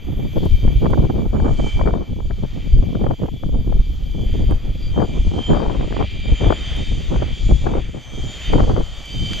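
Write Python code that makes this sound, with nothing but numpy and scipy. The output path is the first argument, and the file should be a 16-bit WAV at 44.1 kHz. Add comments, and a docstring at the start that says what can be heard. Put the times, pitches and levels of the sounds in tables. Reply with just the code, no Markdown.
"""Open ground in gusty wind: a jet taxis closer, heard by the two microphone ports of a small camera.
Blade rows whine as harmonics of a shaft over filtered-noise roar; stirred air modulates both.
Advected eddy patterns rumble and flutter at the ports, and short noise bursts make the puffs.
The camera adds a thin sine whine and ticks made from band-limited impulses."""
import sys
import numpy as np
from scipy import signal
from scipy.fft import rfft, irfft, next_fast_len
from scipy.io import wavfile
from scipy.ndimage import uniform_filter1d, map_coordinates

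SR = 44100
rng = np.random.default_rng(int(sys.argv[2]) if len(sys.argv) > 2 else 0)


def how_loud(loudness_db):
    """Turn decibels into a plain amplitude multiplier (0 dB gives 1, 20 dB gives 10)."""
    steps = np.asarray(loudness_db, float) / 20
    return 10 ** steps


def put_to_file(sound):
    """Save the sound as 16-bit audio at rate SR, in the file named by the first command-line argument."""
    columns = np.atleast_2d(sound).T  # one column per channel
    safe = np.clip(columns, -1, 1)
    whole_steps = np.round(safe * 32767)
    wavfile.write(sys.argv[1], SR, whole_steps.astype(np.int16))


N = 414540  # samples

# fast shaft rotation as heard: start_s, rotation_hz
SHAFT = [(0, 130.15), (.73, 129.55), (1.4, 129.35), (1.8, 129.25), (2.2, 129.33), (2.8, 129.6),
         (3.9, 130.05), (4.3, 130.25), (5, 130.75), (5.5, 130.88), (6, 130.88), (6.44, 130.55),
         (6.8, 130.15), (7.2, 129.83), (7.9, 129.53), (8.5, 129.37), (8.85, 129.38), (9.4, 129.65)]
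# jet noise arriving through the air, before fixed gains: start_s, roar_db, treble_over_roar_db
JET = [(0.0, -64.5, -11), (0.39, -56.5, -14), (1.33, -63.5, -9), (1.67, -57.5, -1.5), (2.02, -64, -14.5),
       (2.22, -68, -6), (2.7, -61, -12.5), (2.88, -62.5, -12), (3.24, -63, -10), (3.74, -65, -12.5),
       (4.37, -58.5, -10), (4.66, -62.5, -10.5), (5.18, -56.5, -9.5), (6.2, -56, -12.5), (6.44, -50.5, -12),
       (6.88, -53.5, -7), (7.33, -53.5, -13), (7.49, -55, -6.5), (7.83, -57, -10), (7.93, -62, -4),
       (8.38, -53.5, -5.5), (8.48, -50, -10.5), (8.77, -56.5, -8.5), (9.4, -48, -6)]
# blade rows, multiples of the shaft: order
BLADE_ORDERS = (22.5, 25, 26, 28, 36, 44, 52, 54, 60)
# the same rows, before a fixed trim: level_over_roar_db, slow_shaft_wobble_depth (factor)
BLADES = [(-5, 0.9), (4.5, 0.01), (8, 0), (3.5, 0.08), (2, 0.2), (-19, 0), (-9.5, 0.6), (-2.5, 0),
          (-28, .1)]
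# strongest blade rows, multiples of the shaft: order
LEADING_ORDERS = (24, 18, 48)
# rough sideband skirt of each leading tone: share (factor)
LEADING_SKIRT = (0.2, 0.64, 0.28)
# spectrum of the roar: frequency_hz, density_db
ROAR_SPECTRUM = [(200, 1), (600, 6), (1200, 2.5), (1600, 2), (2350, 6.5), (2750, 5), (3200, 11), (3900, 0),
                 (4300, 0.5), (4650, 2.5), (5100, -5), (7000, -2.5), (7500, -7.5), (9500, -20.5),
                 (13000, -36.5)]
# stirred air focusing or scattering one tone: centre_s, half_width_s, change_db, tone_hz
FOCUS = [(.27, 0.36, -3, 3110), (.44, 0.057, 1, 3110), (1.25, 0.14, -7.5, 3110), (1.7, 0.11, 9.5, 3110),
         (4.3, .12, 4, 3110), (4.62, 0.064, -7, 3110), (4.98, 0.047, 11.5, 3110), (5.47, 0.12, 14, 3110),
         (6.4, 0.14, 6.5, 3110), (6.7, 0.21, 8.5, 3110), (7.1, 0.062, -8, 3110), (7.62, 0.13, -17, 3110),
         (8.14, 0.12, 5.5, 3110), (8.46, 0.059, 5, 3110), (9.25, 0.15, 10, 3110), (.44, 0.067, -8, 2335),
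         (6.3, .2, 6, 2335), (1.7, 0.22, 7, 2335), (4.47, 0.099, 4, 2335), (7.1, 0.13, -8, 2335),
         (8.75, 0.15, -12, 2335), (.44, 0.058, -24, 6220), (5.9, .3, -14, 6220), (8.12, 0.14, 11.5, 6220),
         (8.95, 0.18, 3.5, 6220), (4.87, 0.099, 11, 4670), (8.5, 0.049, 3, 4670), (9.18, 0.15, 6, 4670),
         (5.5, 0.071, 13, 7000), (6.35, 0.18, 11, 7000), (7.45, .12, 10.5, 7000), (8.35, .12, 10, 7000),
         (6.7, 0.31, 8, 3630), (8.45, 0.14, 7, 3630), (3.45, 0.14, 8.5, 3370), (6.65, 0.41, 5.5, 3370),
         (8.25, .15, 15, 3240), (9.3, 0.065, 7, 3240)]
# crossovers between parts of the roar that swell apart: edge_hz
PATCH_EDGES_HZ = (1700, 2850, 3800)
# steady breeze: start_s, rumble_db
BREEZE = [(0.0, -31), (0.86, -18), (1.1, -23), (2.98, -27), (3.35, -33), (3.69, -21.5), (4.06, -29),
          (4.42, -20), (4.92, -28), (7.62, -24), (7.96, -35.5), (8.46, -34), (8.67, -19.5), (8.82, -33),
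          (9.11, -36), (9.4, -25)]
# brief lulls of the breeze: centre_s, half_width_s, change_db
LULLS = [(1.302, 0.0241, -8), (1.74, 0.02915, -8), (2.06, 0.031, -12), (2.5, 0.04143, -6),
         (3.169, 0.02707, -14.5), (3.4, 0.01409, -7.5), (5.289, 0.019204, -8), (5.45, 0.02682, -8),
         (6.1, 0.03894, -6), (7.02, 0.02, -7), (7.36, 0.0433, -6), (7.58, 0.025, -9.5)]
# slow shoves of air on both ports: start_s, length_s, rumble_db
SHOVES = [(0.362, 0.19, -19), (0.55, 0.56, -18.5), (1.31, 0.32, -19), (1.759, 0.057, -13.5),
          (2.736, 0.074, -14.5), (3.04, 0.061, -24), (3.507, 0.28, -16), (3.872, 0.11, -24),
          (4.09, 0.051, -21), (4.217, 0.33, -19), (4.675, 0.047, -19.5), (4.862, 0.082, -19),
          (5.175, 0.11, -16), (5.506, 0.057, -18.5), (5.7, 0.43, -24), (6.287, 0.037, -18.5),
          (6.428, 0.043, -16.5), (6.741, 0.085, -19.5), (6.883, 0.068, -23), (7.068, 0.27, -22),
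          (7.436, 0.14, -15.5), (7.633, 0.223, -26), (8.164, 0.039, -24.5), (8.487, 0.35, -19.5),
          (9.18, 0.035, -23)]
# gusts of fast eddies: start_s, length_s, level_db, share_above_split_db, left_minus_right_db
GUSTS = [(0.08, 0.21, -28, -17, -2), (0.351, 0.11, -21.5, -14, 8), (0.648, 0.079, -23, -22, 5),
         (0.821, 0.21, -18, -12, -3), (1.03, 0.24, -23, -13, 3), (1.335, 0.098, -21.5, -10, 0),
         (1.456, 0.059, -19, -7, -6), (1.549, .12, -22, -12, -6), (1.781, 0.059, -21, -9, 4),
         (1.856, 0.16, -20, -7, 8), (2.107, 0.088, -29, -19, 3.5), (2.292, 0.04, -30, -14, 6),
         (2.396, 0.065, -28, -13, 8), (2.537, 0.039, -30, -15, -2), (2.654, 0.28, -26, -17, 4),
         (2.949, 0.075, -25, -15, 8), (3.027, 0.046, -20, -9, -4), (3.102, 0.028, -21, -9, -2),
         (3.214, 0.041, -21, -11, -2), (3.33, .02, -23, -15, -2), (3.431, 0.14, -26, -15, 3),
         (3.601, 0.16, -27, -17, 1), (3.889, 0.051, -31.5, -17, 0), (4.132, 0.17, -31, -17, -6),
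         (4.334, 0.12, -29, -22, -4), (4.51, 0.013, -24, -10, -9), (4.979, 0.056, -15, -6, 2),
         (5.063, 0.21, -28, -12, 1), (5.315, 0.096, -24, -9, 1.5), (5.5, 0.037, -17, -11, 2),
         (5.537, 0.041, -19, -4, 2), (5.598, .16, -23, -6, 8), (5.785, 0.16, -27.5, -10, -2),
         (5.965, 0.075, -23, -7, 7), (6.259, 0.075, -28, -14, 3.5), (6.406, 0.078, -20, -10, 4),
         (6.502, 0.038, -18, -5, 7), (6.782, 0.045, -30, -12, -4), (6.912, .11, -31.5, -15, -4),
         (7.118, 0.12, -25, -11, 1.5), (7.285, 0.046, -30, -11, -11.5), (7.495, 0.034, -20.5, -14, -1),
         (7.647, .14, -22, -6.5, 3), (7.898, 0.082, -31.5, -11.5, 7), (8.143, 0.15, -32, -15.5, -1),
         (8.516, 0.057, -17, -10.5, 1), (8.581, 0.23, -19, -7, 2), (9.152, 0.16, -30, -17.5, -2)]
# sudden puffs listed for each port, before the gains of their parts: centre_s, level_db
PUFFS = {"left": [(0.679, -22), (0.858, -18.5), (0.945, -23), (1.402, -20), (1.481, -19.5), (1.814, -14.5),
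         (1.863, -18.5), (1.875, -14.5), (1.939, -17), (2.205, -27), (2.31, -22.5), (2.953, -21),
         (3.067, -16.5), (3.111, -16.5), (3.219, -35), (3.287, -22.5), (3.436, -25), (3.726, -22),
         (5.004, -24.5), (5.022, -25), (5.549, -16), (5.603, -20), (5.629, -21), (5.663, -19), (5.698, -20),
         (5.811, -19.5), (5.926, -20.5), (6.014, -14), (6.411, -20), (6.445, -18), (6.506, -10),
         (6.525, -10.5), (7.161, -21.5), (7.223, -18), (7.669, -14), (7.739, -18.5), (8.536, -9.5),
         (8.605, -11.5), (8.697, -20), (8.765, -17)], "right": [(0.865, -17.5), (0.935, -13.5),
         (1.101, -16), (1.368, -23), (1.466, -18), (1.601, -18.5), (1.795, -20.5), (1.908, -20.5),
         (4.523, -23.0), (4.983, -27), (5.534, -19.5), (5.968, -17.5), (6.026, -17.5), (7.144, -21.5),
         (7.228, -18.5), (7.512, -18), (7.672, -20), (7.754, -17), (8.539, -18), (8.597, -18), (8.641, -22),
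         (8.696, -20)]}
# dull body and bright core of a puff: half_width_s, gain_db, brightness_hz, follow (dB per dB of puff)
PUFF_PARTS = [(0.0048, -0.5, 368, 1), (0.0016, 6, 588, 1.35)]
# camera whine, before the gain of each port: start_s, level_db
CAMERA = [(0.0, -70), (0.5, -64.5), (1.1, -71), (1.94, -75.5), (4.4, -71), (5.71, -79), (7.43, -76),
          (7.88, -81), (8.43, -71), (8.93, -75), (9.4, -68)]
# camera ticks: start_s, peak_db, left_minus_right_db, lower_edge_hz, upper_edge_hz
TICKS = [(0.454, -34, 12.5, 1990, 14000), (0.906, -36.5, -10.5, 4030, 14140),
         (1.881, -46.5, 1.5, 6000, 12960), (2.781, -42.5, -7, 5034, 12400), (4.5112, -25.5, 3, 300, 2000),
         (4.511, -30.5, -2, 3052, 13500), (6.283, -48.5, 16.5, 7957, 13160), (6.517, -42, 4.5, 5020, 11800),
         (6.765, -36.5, 7.5, 8743, 11700), (7.538, -48.5, 5, 5960, 13000), (8.53, -34, 5.5, 4996, 12400),
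         (9.057, -35, 5.5, 6530, 13550), (9.3346, -41, 3.5, 8500, 11830), (9.334, -16, 7, 1130, 3980)]

SLOW_SHAFT = .3  # turns per turn of the fast shaft
# leading tones: level at a middling roar, and dB per dB of roar
LEADING_DB, LEADING_FOLLOW, MID_ROAR_DB = (-44.5, -49, -59), (0.88, 0.79, 1.2), -56.5
# higher tones fade faster; steady share of each leading tone
FADE_HZ_PER_ORDER, LEADING_STEADY = 0.17, (0.96, 0.93, 0.86)
GROUND_S, GROUND_SHARE = .00155, .35  # delay and strength of the ground reflection
EDDY_LOW_HZ, EDDY_SPLIT_HZ, EDDY_TOP_HZ = 110, 450, 1500  # range over which eddy brightness is reckoned
BREEZE_EDDY_DB, BREEZE_BRIGHT_DB = -12, -16  # its eddies against its rumble; their share above the split
SHOVE_RISE_DB_S, SHOVE_FALL_DB_S, SHOVE_SAG_DB_S = 249.5, 200, 4
GUST_RISE_DB_S, GUST_FALL_DB_S, GUST_SAG_DB_S = 800, 800, 5
PUFF_LEAK_DB = -16  # trace of a puff on the other port
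CAMERA_HZ = 12856
OPPOSED = np.array([[1], [-1]])  # opposite signs on left and right


def curves(table):
    """Linear interpolation: each column of a table becomes one value a sample."""
    s, *columns = np.transpose(table)
    return [np.interp(np.arange(N) / SR, s, c) for c in columns]


def times_ms():
    """Control-rate sampling: times in seconds, one every ms."""
    return np.arange(0, N / SR + .001, .001)


def per_sample(v):
    """Linear interpolation from one value a ms to one a sample."""
    return np.interp(np.arange(N) / SR * 1000, np.arange(len(v)), v)


def bell(s, half_s):
    """Gaussian envelope about a moment, one value a ms."""
    return np.exp(-((times_ms() - s) / half_s) ** 2)


def sides(pan_db):
    """Level difference between ports: half of it to each, with opposite sign."""
    return np.array([pan_db, -pan_db]) / 2


def butter(x, order, hz, kind="low"):
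    """Causal Butterworth filtering."""
    return signal.sosfilt(signal.butter(order, hz, kind, fs=SR, output="sos"), x)


def lowpass(x, order, hz):
    """Zero-phase low-pass filtering, forward and backward."""
    return signal.sosfiltfilt(signal.butter(order, hz, fs=SR, output="sos"), x)


def shaped(gain_at, channels):
    """Spectral shaping: white noise weighted by a gain at each Hz, then brought to unit power."""
    size = next_fast_len(N)
    gain = gain_at(np.fft.rfftfreq(size, 1 / SR) + 1e-3)
    x = irfft(rfft(rng.standard_normal((channels, size))) * gain, size)[:, :N]
    return x / x.std(axis=1, keepdims=True)


def walk(hz, channels):
    """Low-passed random modulation of unit spread, quick up to about hz."""
    step = 16  # samples between control values
    size = next_fast_len(N // step + 2)
    ratio = np.fft.rfftfreq(size, step / SR) / np.reshape(hz, (-1, 1))
    x = irfft(rfft(rng.standard_normal((channels, size))) / (1 + ratio ** 2), size)
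    return np.array([np.interp(np.arange(N) / step, np.arange(size), v / v.std()) for v in x])


def jet(shaft_hz, roar_db, treble_db):
    """Superposition of blade tones and broadband roar, with a swaying wavefront between the ports."""
    turn = 2 * np.pi * np.cumsum(shaft_hz) / SR
    slow = SLOW_SHAFT * turn
    wobble = np.cos(slow) + 1.12 * np.cos(2 * slow + 1) + 0.17 * np.cos(4 * slow + 2)
    lift_db = treble_db + 7.5
    rows = blade_rows(turn, wobble, shaft_hz, roar_db, lift_db)
    leading = leading_tones(turn, wobble, shaft_hz, roar_db)
    tones = rows * how_loud(sides(.8))[:, None] + leading * how_loud(sides(-1.0))[:, None]
    # the sway shifts the tones' phase oppositely on the two ports
    sway = np.exp(1j * sides(0.3 * walk(4., channels=1)[0]))
    return (tones * sway).real + roar(roar_db, lift_db) * how_loud(sides(-.4))[:, None]


def blade_rows(turn, wobble, shaft_hz, roar_db, lift_db):
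    """Harmonics of rotation, amplitude-modulated by the slow shaft and scattered by the air."""
    order = np.array(BLADE_ORDERS)[:, None]
    db, depth = (c[:, None] for c in np.transpose(BLADES))
    # the air passes treble unevenly: high tones follow the top of the roar
    tilt = np.clip((order - 30.5) / 32, 0, 1.5)
    level = how_loud(db - 0.5 + roar_db + tilt * lift_db + focus(order, shaft_hz))
    scatter = fading(len(BLADES), FADE_HZ_PER_ORDER * order, 0.8)
    # a rough skirt fades with its tone
    skirt = 1 + 0.39 * fading(len(BLADES), 110.0, 0)
    return (level * (1 + depth * wobble) * scatter * skirt * np.exp(1j * order * turn)).sum(0)


def leading_tones(turn, wobble, shaft_hz, roar_db):
    """Harmonics of rotation whose levels follow the roar, each at its own rate."""
    order, base_db, follow, steady, share = (
        np.array(v)[:, None]
        for v in (LEADING_ORDERS, LEADING_DB, LEADING_FOLLOW, LEADING_STEADY, LEADING_SKIRT))
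    level = how_loud(base_db + follow * (roar_db - MID_ROAR_DB) + focus(order, shaft_hz))
    scatter = fading(len(order), FADE_HZ_PER_ORDER * order, steady)
    skirt = 1 + share * fading(len(order), 88.0, 0)
    return (level * (1 + 0.11 * wobble) * scatter * skirt * np.exp(1j * order * turn)).sum(0)


def focus(orders, shaft_hz):
    """Refraction: stirred air focuses or scatters each tone, so it swells or fades."""
    db = np.zeros((len(orders), len(times_ms())))
    for s, half_s, focus_db, hz in FOCUS:
        # a tone answers when its mean frequency is within 2 % of the listed one
        near = np.abs(np.ravel(orders) * shaft_hz.mean() / hz - 1) < .02
        db[near] += focus_db * bell(s, half_s)
    return np.array([per_sample(v) for v in db])


def fading(count, hz, steady):
    """Multipath scattering: a tone's size and phase wander about a steady share."""
    a = walk(np.resize(hz, 2 * count), channels=2 * count)
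    spread = np.sqrt((1 - np.minimum(steady, 1) ** 2) / 2)
    return steady + spread * (a[:count] + 1j * a[count:])


def roar(roar_db, lift_db):
    """Broadband jet noise, comb-filtered by interference with its ground reflection."""
    hz, density_db = np.transpose(ROAR_SPECTRUM)

    def colour(f):
        """Interference of direct and reflected paths on the roar's spectrum."""
        ground = 1 + GROUND_SHARE * np.exp(-f / 2500 - 2j * np.pi * f * GROUND_S)
        spectrum = how_loud(np.interp(np.log(f), np.log(hz), density_db))
        return spectrum * np.abs(ground) * np.minimum(f / 150, 1) ** 2

    mid, side = shaped(colour, channels=2)
    # the ports hear the top of the roar less alike
    hiss = mid + (0.13 * side + 0.29 * butter(side, 2, 7000, "high")) * OPPOSED
    dull = lowpass(hiss, 2, 5200)
    cuts = [0] + [lowpass(dull, 3, f) for f in PATCH_EDGES_HZ] + [dull]
    # parts of the low and middle roar swell apart
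    swell = how_loud(4.0 * walk(1.6, channels=4))
    patchy = sum((b - a) * w for a, b, w in zip(cuts, cuts[1:], swell))
    return how_loud(roar_db + 11.0) * (patchy + (hiss - dull) * how_loud(lift_db))


def wind():
    """Incoherent addition: breeze, shoves and gusts add in power, which weights brightness and side."""
    breeze_db = curves(BREEZE)[0] + per_sample(sum(db * bell(s, half_s) for s, half_s, db in LULLS))
    shove = swells(*np.transpose(SHOVES), SHOVE_RISE_DB_S, SHOVE_FALL_DB_S, SHOVE_SAG_DB_S)
    start, length, db, bright_db, pan_db = np.transpose(GUSTS)
    gust = swells(start, length, db, GUST_RISE_DB_S, GUST_FALL_DB_S, GUST_SAG_DB_S)
    calm = how_loud(breeze_db + BREEZE_EDDY_DB) ** 2
    total = calm + per_sample(gust.sum(0))
    high = calm * how_loud(BREEZE_BRIGHT_DB) ** 2 + per_sample(how_loud(bright_db) ** 2 @ gust)
    total_db, high_db = 10 * np.log10(total), 10 * np.log10(high)
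    rumble_db = 10 * np.log10(how_loud(breeze_db) ** 2 + per_sample(shove.sum(0)))
    return rumble(rumble_db, total_db) + eddies(total_db, high_db, per_sample(pan_db @ gust) / total)


def swells(start, length, db, rise_db_s, fall_db_s, sag_db_s):
    """Exponential growth and decay: power of each event at every ms, climbing, sagging and falling."""
    t = times_ms() - start[:, None]
    over = t - length[:, None]
    lost_db = rise_db_s * np.maximum(-t, 0) + sag_db_s * np.maximum(t, 0) + fall_db_s * np.maximum(over, 0)
    return how_loud(db[:, None] - lost_db) ** 2


def rumble(db, eddy_db):
    """Turbulent pressure: large eddies push both ports nearly alike."""
    def spectrum(f):
        """Band of large-eddy pressure, rolling off at both ends."""
        rise = (f / 14) ** 2 / (1 + (f / 14) ** 2)
        return rise / (1 + (f / 30) ** 2) ** 0.5 / (1 + (f / 85) ** 4) ** .5

    both, apart = shaped(spectrum, channels=2)
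    push = both + 0.52 * apart * OPPOSED
    deep = lowpass(push, 2, 45)
    # the upper part grows with the fast eddies
    upper = how_loud(0.29 * (uniform_filter1d(eddy_db - db, size=4000) + 6))
    level = how_loud(db + 4.1 * walk(23.3, channels=1) + sides(1.5)[:, None])
    return level * (deep + upper * (push - deep))


def eddies(db, high_db, pan_db):
    """Frozen turbulence: a pressure pattern swept past each port plays higher and harder in faster air."""
    def fall(k):
        """Decay of the pattern's spectrum with wavenumber."""
        return np.exp(-k / 2.5) / (1 + k ** 2) ** .7

    corners = np.geomspace(20, 800, num=40)  # Hz
    hz = np.arange(EDDY_LOW_HZ, EDDY_TOP_HZ)
    power = fall(hz / corners[:, None]) ** 2 / corners[:, None]
    share_db = 10 * np.log10(power[:, EDDY_SPLIT_HZ - EDDY_LOW_HZ:].sum(1) / power.sum(1))
    # the brighter the eddies, the faster the air; the windward port gets the quicker and louder stream
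    corner = np.interp(1.2 * (high_db - db) - .6 + .6 * sides(pan_db), share_db, corners)
    heard_db = np.interp(corner, corners, 10 * np.log10(power.sum(1)))
    puff = 1.9 * np.tanh((.95 * walk(60., channels=2) + .55 * walk(16., channels=1)) / 1.6)
    grain = 1000  # Hz at which the pattern plays at its own rate
    speed = corner * np.exp(.42 * puff)
    # the grille slows the fastest air
    place = np.cumsum(speed / np.sqrt(1 + (speed / 620) ** 2) / grain, axis=1)
    pattern = shaped(lambda f: fall(f / grain), channels=2)
    swept = np.array([map_coordinates(p, [at], order=3, mode="wrap") for p, at in zip(pattern, place)])
    # between flaps the stream nearly stalls
    flap = how_loud(2.35 * puff - 2.0 * np.minimum(puff, 0) ** 2)
    swept = butter(swept * flap, 3, [80, 1800], "band")
    return swept * how_loud(db - 1.5 - heard_db + .5 * sides(pan_db))


def puffs():
    """Transient turbulence: Gaussian bursts of noise on one port, with a trace on the other."""
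    kicks = np.zeros((2, N))
    for port, table in zip(kicks, PUFFS.values()):
        s, db = np.transpose(table)
        port[(s * SR).astype(int)] = how_loud(db)
    kicks = kicks + how_loud(PUFF_LEAK_DB) * kicks[::-1]
    t, out = np.arange(-SR // 40, SR // 40 + 1) / SR, 0
    for half_s, db, hz, follow in PUFF_PARTS:
        burst = signal.fftconvolve(kicks ** follow, [np.exp(-(t / half_s) ** 2)], "same")
        flutter = shaped(lambda f: np.minimum(f / hz, 1) ** 2 * np.exp(-f / hz), channels=2)
        # dividing by its running size evens the flutter out
        even = np.sqrt(uniform_filter1d(flutter ** 2, size=120) + 0.042)
        out = out + how_loud(db) * burst * flutter / even
    return out


def camera():
    """Sinusoidal whine, stronger and earlier in phase on the right, with impulsive ticks."""
    whine_db, = curves(CAMERA)
    level = how_loud(whine_db + 1.5 * walk(20., channels=1) + np.array([[0.5], [10.5]]))
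    out = level * np.sin(2 * np.pi * CAMERA_HZ * np.arange(N) / SR + np.array([[0], [1.05]]))
    for s, db, pan_db, low_hz, top_hz in TICKS:
        tick = butter(signal.unit_impulse(128), 2, [low_hz, top_hz], "band")
        at = int(s * SR)
        out[:, at:at + 128] += how_loud(db + sides(pan_db))[:, None] * tick / np.abs(tick).max()
    return out


def scene():
    """Linear superposition of the jet, the wind on the ports and the camera."""
    (shaft_hz,), (roar_db, treble_db) = curves(SHAFT), curves(JET)
    return jet(shaft_hz, roar_db, treble_db) + wind() + puffs() + camera()


def band_limit(x):
    """A steep low-pass at the top of the band."""
    return signal.sosfilt(signal.butter(12, 14150, fs=SR, output="sos"), x)


def record(dry):
    """Soft saturation: the loudest peaks flatten near full scale."""
    flat = dry / (1 + (dry / .96) ** 8) ** (1 / 8)
    return band_limit(flat)


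dry = scene()
out = record(dry)
put_to_file(out)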